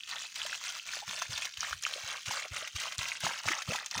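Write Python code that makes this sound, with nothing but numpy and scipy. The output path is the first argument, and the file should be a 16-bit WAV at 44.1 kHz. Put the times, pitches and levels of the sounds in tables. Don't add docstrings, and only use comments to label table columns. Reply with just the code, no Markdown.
import sys
import numpy as np
from scipy import signal
from scipy.fft import rfft, irfft
from scipy.io import wavfile

SR = 44100
rng = np.random.default_rng(int(sys.argv[2]) if len(sys.argv) > 2 else 0)


def dump(signal):
    limited = np.clip(np.atleast_2d(signal).T, -1, 1)
    pcm = np.round(limited * 32767).astype(np.int16)
    wavfile.write(sys.argv[1], SR, pcm)


N = 176400
T = np.arange(N) / SR

# start in seconds, length in seconds, relative spray and bubble levels in dB.
SLUGS = [(0.07, 0.18, -42.5, -51), (0.346, 0.23, -41.5, -51), (0.595, 0.18, -43.5, -50.5),
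         (0.85, 0.15, -40.5, -51.5), (1.066, 0.2, -42, -50), (1.294, 0.17, -40.5, -50),
         (1.591, 0.14, -39, -46.5), (1.823, 0.225, -43.5, -49), (2.024, 0.16, -40, -47.5),
         (2.26, 0.2, -37, -41.5), (2.513, .16, -39.5, -45), (2.751, 0.2, -38, -45),
         (2.978, 0.2, -38.5, -47), (3.206, 0.208, -35.5, -41), (3.43, 0.19, -37.5, -40.5),
         (3.666, 0.19, -40, -43), (3.904, .15, -40.5, -44)]
# slug's bubble level in dB, sag in dB per second.
SLUG_SAG = [(-51.5, 11), (-45, 88)]
# time in seconds, peak in dB, pitch in Hz, churn in dB, slosh in dB.
THUDS = [(1.083, -47, 113, -59, -81), (1.299, -37, 107, -61, -52), (1.588, -49.5, 82, -68.5, -71),
         (1.723, -45.5, 64.4, -75, -52.5), (2.045, -48, 95, -85, -71), (2.284, -38.5, 112, -56, -80),
         (2.52, -38, 87, -62, -59), (2.757, -37.5, 81.6, -63, -82), (2.99, -37, 100, -58, -53),
         (3.241, -35.5, 138, -44.5, -78), (3.462, -38.5, 124, -45, -71), (3.691, -29.5, 129, -47, -68),
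         (3.965, -43.5, 111, -47.5, -57), (3.995, -39.5, 103, -57, -58)]
# start in seconds, peak in dB, pitch in Hz, swell in seconds.
PLOPS = [(.45, -40, 542, 0.0048), (.969, -39.5, 640, 0.002), (1.019, -40.5, 800, 0.01),
         (1.958, -39.5, 490, 0.0045), (1.978, -41.5, 640, 0.0031), (2.309, -27.5, 814, 0.0021),
         (2.447, -42, 600, 0.0088), (2.623, -41, 535, 0.006), (3.236, -34.5, 610, 0.0026),
         (3.456, -36, 626, 0.0027), (3.502, -38.5, 303, 0.0069), (3.697, -39, 450, 0.0083),
         (3.72, -30, 620, 0.0023), (3.751, -27, 790, 0.0013), (3.952, -33, 800, 0.0032)]
# start in seconds, level in dB, pitch in Hz.
DRIPS = [(.007, -31, 2740), (0.035, -28.5, 3160), (.113, -24.5, 3870), (0.122, -35, 4050),
         (.184, -28, 3280), (0.398, -29, 3170), (.417, -21.5, 2930), (0.797, -27.5, 2730),
         (0.89, -28, 2200), (.934, -28, 1550), (1.095, -27, 3500), (1.47, -32, 1880), (1.607, -17, 5700),
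         (1.851, -17.5, 2540), (2.101, -27.5, 2920), (2.176, -32.5, 2340), (2.424, -30, 1930),
         (3.011, -25.5, 2500), (3.055, -24.5, 2420), (3.118, -21, 2250), (3.247, -26, 1230),
         (3.486, -18.5, 2290), (3.516, -32, 1290)]
# start in seconds, ring level in dB, pitch in Hz, spray level in dB.
SPLATS = [(.357, -22.5, 5830, -35.5), (.462, -23, 2960, -35), (.529, -20.5, 1520, -43),
          (1.078, -31, 1110, -38.5), (1.219, -20, 944, -33), (1.377, -20, 2800, -33.5),
          (1.453, -18.5, 3180, -34), (1.538, -29, 2880, -48.5), (1.572, -23.5, 2880, -39),
          (1.63, -20, 1170, -38), (1.729, -17, 1340, -38), (1.8248, -22, 6460, -42),
          (1.836, -15.5, 6160, -35.5), (1.865, -18, 1250, -40), (1.938, -15.5, 3570, -48),
          (2.258, -37, 4880, -39.5), (2.675, -22, 2560, -36.5), (2.754, -34, 4200, -40),
          (2.76, -31, 3000, -37.5), (2.923, -19, 3240, -39), (2.982, -15, 5700, -44),
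          (2.99, -16, 3980, -36), (3.205, -24.5, 9000, -38), (3.265, -21.5, 650, -37.5),
          (3.484, -15, 1340, -33), (3.62, -25, 2600, -35), (3.733, -19.5, 2330, -34.5),
          (3.758, -26, 1760, -32), (3.861, -17, 5940, -38.5), (3.912, -16, 5200, -41),
          (3.978, -18, 5130, -32)]

# frequency in Hz, relative level in dB.
AIR_SPECTRUM = [(60, -15.5), (400, -29.5), (15000, -20)]
PATTER_SPECTRUM = [(30, -0.5), (90, -2.5), (200, -3), (400, -14), (2500, -30)]
SLOSH_SPECTRUM = [(25, -14), (55, 0), (120, 2.5), (300, -28.5)]
CHURN_SPECTRUM = [(60, -8.5), (150, 8), (260, -2), (480, 5)]
GURGLE_SPECTRUM = [(430, -12.5), (560, -1), (800, -4.5), (1050, 9), (1350, 4.5), (1900, 9.5), (2600, -0.5),
                   (3600, -17)]
FIZZ_SPECTRUM = [(2400, -0.5), (4000, -3.5), (6400, -3.5), (10000, -15.5)]
SPRAY_SPECTRUM = [(600, -27), (1400, -1.5), (2600, 1.5), (3600, 0), (5000, -2), (6400, 1.5), (7800, -11.5),
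                  (9500, -14), (11500, -24.5), (13600, -25.5), (14900, -11), (16000, -26)]


def from_db(db):
    return 10 ** (np.asarray(db) / 20)


def unit_rms(x):
    return x / np.sqrt(np.mean(x ** 2) + 1e-20)


def level_db(spectrum, hz):
    points_hz, points_db = np.transpose(spectrum)
    return np.interp(np.log(hz + 1e-9), np.log(points_hz), points_db)


def noise(spectrum, envelope=1):
    white = envelope * rng.standard_normal(N)
    bins_hz = np.arange(N + 1) * SR / (2 * N)
    cepstrum = irfft(np.log(from_db(level_db(spectrum, bins_hz))))
    response = np.exp(rfft(2 * cepstrum[:N], 2 * N))
    return unit_rms(irfft(rfft(white, 2 * N) * response)[:N])


def high_pass(x, hz, order):
    return signal.sosfilt(signal.butter(order, hz, "high", fs=SR, output="sos"), x)


def add(out, start_s, sound):
    i = int(np.clip(start_s * SR, 0, N - 1))
    out[i:i + len(sound)] += sound[:N - i]


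def sizes(spread_db):
    return from_db(spread_db * np.minimum(rng.exponential(1, N), 4))


def wander(cycles):
    walk = np.cumsum(rng.standard_normal(200))
    return 2 * np.interp(cycles / 2, np.arange(200), walk)


def clumps(per_s=60, spread_db=2.9):
    flicker = np.interp(T * per_s, np.arange(N), rng.standard_normal(N))
    return unit_rms(from_db(spread_db * flicker))


def bubble(hz, swell_s, glide, wobble=0):
    t = T[:int(4 * swell_s * SR) + 2]
    age = t / swell_s
    phase = 2 * np.pi * hz * t * (1 + glide * age / 2)
    if wobble:
        phase += wobble * wander(t * hz)
    return np.sin(phase) * age * np.exp((1 - age ** 2) / 2)


def swarm(spectrum, per_s, swell_cycles, glide):
    births = np.flatnonzero(rng.random(N) < per_s / SR)
    low_hz, high_hz = spectrum[0][0], spectrum[-1][0]
    pitches_hz = low_hz * (high_hz / low_hz) ** rng.random(N)
    cycles = swell_cycles * np.exp(rng.normal(0, 0.28, N))
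    size = sizes(spread_db=3)
    out = np.zeros(N)
    for i in births:
        hz = pitches_hz[i]
        gain = size[i] * from_db(level_db(spectrum, hz)) * np.sqrt(hz)
        add(out, T[i], gain * bubble(hz, cycles[i] / hz, glide))
    return unit_rms(out)


def air():
    return from_db(-75) * noise(AIR_SPECTRUM)


def patter(spray_flow):
    return from_db(-27) * spray_flow * noise(PATTER_SPECTRUM)


def thuds(width_cycles=0.64, wobble=0.21, slap_db=-16, slap_s=0.01,
          churn_hold_s=0.015, churn_fade_s=0.026, slosh_fade_s=0.052):
    pulses, slap, churn, slosh = np.zeros((4, N))
    for time_s, peak_db, hz, churn_db, slosh_db in THUDS:
        t = T - time_s
        cycles = hz * t
        phase = 2 * np.pi * cycles + wobble * wander(abs(cycles))
        pulses += from_db(peak_db) * np.cos(phase) * np.exp(-(cycles / width_cycles) ** 2)
        slap += from_db(peak_db + slap_db) * np.exp(-abs(t) / slap_s)
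        onset = np.clip(cycles, 0, 1)
        churn += from_db(churn_db) * onset * np.exp(-np.maximum(t - churn_hold_s, 0) / churn_fade_s)
        slosh += from_db(slosh_db) * onset * np.exp(-abs(t) / slosh_fade_s)
    slap *= noise(PATTER_SPECTRUM)
    churn *= swarm(CHURN_SPECTRUM, per_s=1300, swell_cycles=0.82, glide=0.18)
    slosh *= noise(SLOSH_SPECTRUM)
    return pulses + slap + churn + slosh


def plops():
    out = np.zeros(N)
    for start_s, peak_db, hz, swell_s in PLOPS:
        add(out, start_s, from_db(peak_db) * bubble(hz, swell_s, glide=0.057, wobble=0.49))
    return out


def drips(swell_cycles=1.98):
    out = np.zeros(N)
    for start_s, db, hz in DRIPS:
        add(out, start_s, from_db(db) * bubble(hz, swell_cycles / hz, glide=0.042))
    return out


def torn_cavity(hz, decay_cycles=2.21, glide=0.073, wobble=0.92):
    cycles = hz * T[:SR // 8]
    age = cycles / decay_cycles
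    phase = 2 * np.pi * cycles * (1 + glide * age / 2) + wobble * wander(cycles)
    return np.sin(phase) * np.exp(-age) * (1 - np.exp(-2 * cycles))


def splats(rise_s=0.0013, decay_s=0.005):
    rings, bursts = np.zeros((2, N))
    t = T[:SR // 10]
    burst = 2 * np.exp(-t / decay_s) * (1 - np.exp(-t / rise_s))
    for start_s, ring_db, hz, spray_db in SPLATS:
        add(rings, start_s, from_db(ring_db) * torn_cavity(hz))
        add(bursts, start_s, from_db(spray_db) * burst)
    return rings + bursts * noise(SPRAY_SPECTRUM)


def fizz(spray_flow):
    gain = from_db(-1.5) * spray_flow * clumps()
    return gain * swarm(FIZZ_SPECTRUM, per_s=1000, swell_cycles=2.6, glide=0.021)


def gurgle(bubble_flow):
    gain = from_db(4) * bubble_flow * clumps()
    return gain * swarm(GURGLE_SPECTRUM, per_s=1200, swell_cycles=1.5, glide=0.06)


def spray(spray_flow, drops_per_s=750, decay_s=0.00096, mist_power=0.38, flow_exponent=0.96):
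    mean_flow = spray_flow.mean()
    gain = from_db(-2) * mean_flow * (spray_flow / mean_flow) ** flow_exponent * clumps()
    hits = (rng.random(N) < drops_per_s / SR) * sizes(spread_db=4)
    power = signal.lfilter([1], [1, -np.exp(-2 / (decay_s * SR))], hits ** 2 + 1e-18)
    return gain * noise(SPRAY_SPECTRUM, envelope=np.sqrt(power / power.mean() + mist_power))


def crater_scatter(x, echo_db=-9, decay_s=0.0036, delay_s=0.001):
    t, out = T[:SR // 20], x.copy()
    starts_s = np.array(SLUGS)[:, 0]
    for this_slug in np.eye(len(starts_s)):
        crossfade = np.sqrt(np.interp(T, starts_s, this_slug))
        echo = rng.standard_normal(len(t)) * np.exp(-t / decay_s) * (t > delay_s)
        echo /= np.linalg.norm(echo)
        out += from_db(echo_db) * signal.oaconvolve(x * crossfade, echo)[:N]
    return out


def surge(t, length_s, sag_db_per_s, edge_s=0.011, rise_s=0.058, rise_db=7, release_db_per_s=371):
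    landing = np.clip(t / edge_s + 0.5, 0, 1)
    swell_db = -rise_db * np.maximum(1 - t / rise_s, 0)
    sag_db = -sag_db_per_s * np.maximum(t - rise_s, 0)
    release_db = -release_db_per_s * np.maximum(t - length_s, 0)
    return landing * from_db(swell_db + sag_db + release_db)


def pour(trickle_db=-53, lag_s=0.0072):
    spray_power, bubble_power = from_db(trickle_db) ** 2, 0
    for start_s, length_s, spray_db, bubble_db in SLUGS:
        t = T - start_s
        sag_db_per_s = np.interp(bubble_db, *np.transpose(SLUG_SAG))
        spray_power += (from_db(spray_db) * surge(t, length_s, sag_db_per_s)) ** 2
        bubble_power += (from_db(bubble_db) * surge(t - lag_s, length_s - 2 * lag_s, sag_db_per_s)) ** 2
    return np.sqrt(spray_power), np.sqrt(bubble_power)


def scene():
    spray_flow, bubble_flow = pour()
    splash = spray(spray_flow) + fizz(spray_flow) + gurgle(bubble_flow) + splats() + drips()
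    splash = high_pass(crater_scatter(splash), hz=493, order=4)
    return (splash + patter(spray_flow) + air() + plops() + thuds())[None]


def record(dry):
    low_hz, top_hz = 42.2, 16100
    low_pass = signal.ellip(10, 0.3, 70, top_hz, fs=SR, output="sos")
    return signal.sosfilt(low_pass, high_pass(dry, low_hz, order=2))


dry = scene()
out = record(dry)
dump(out)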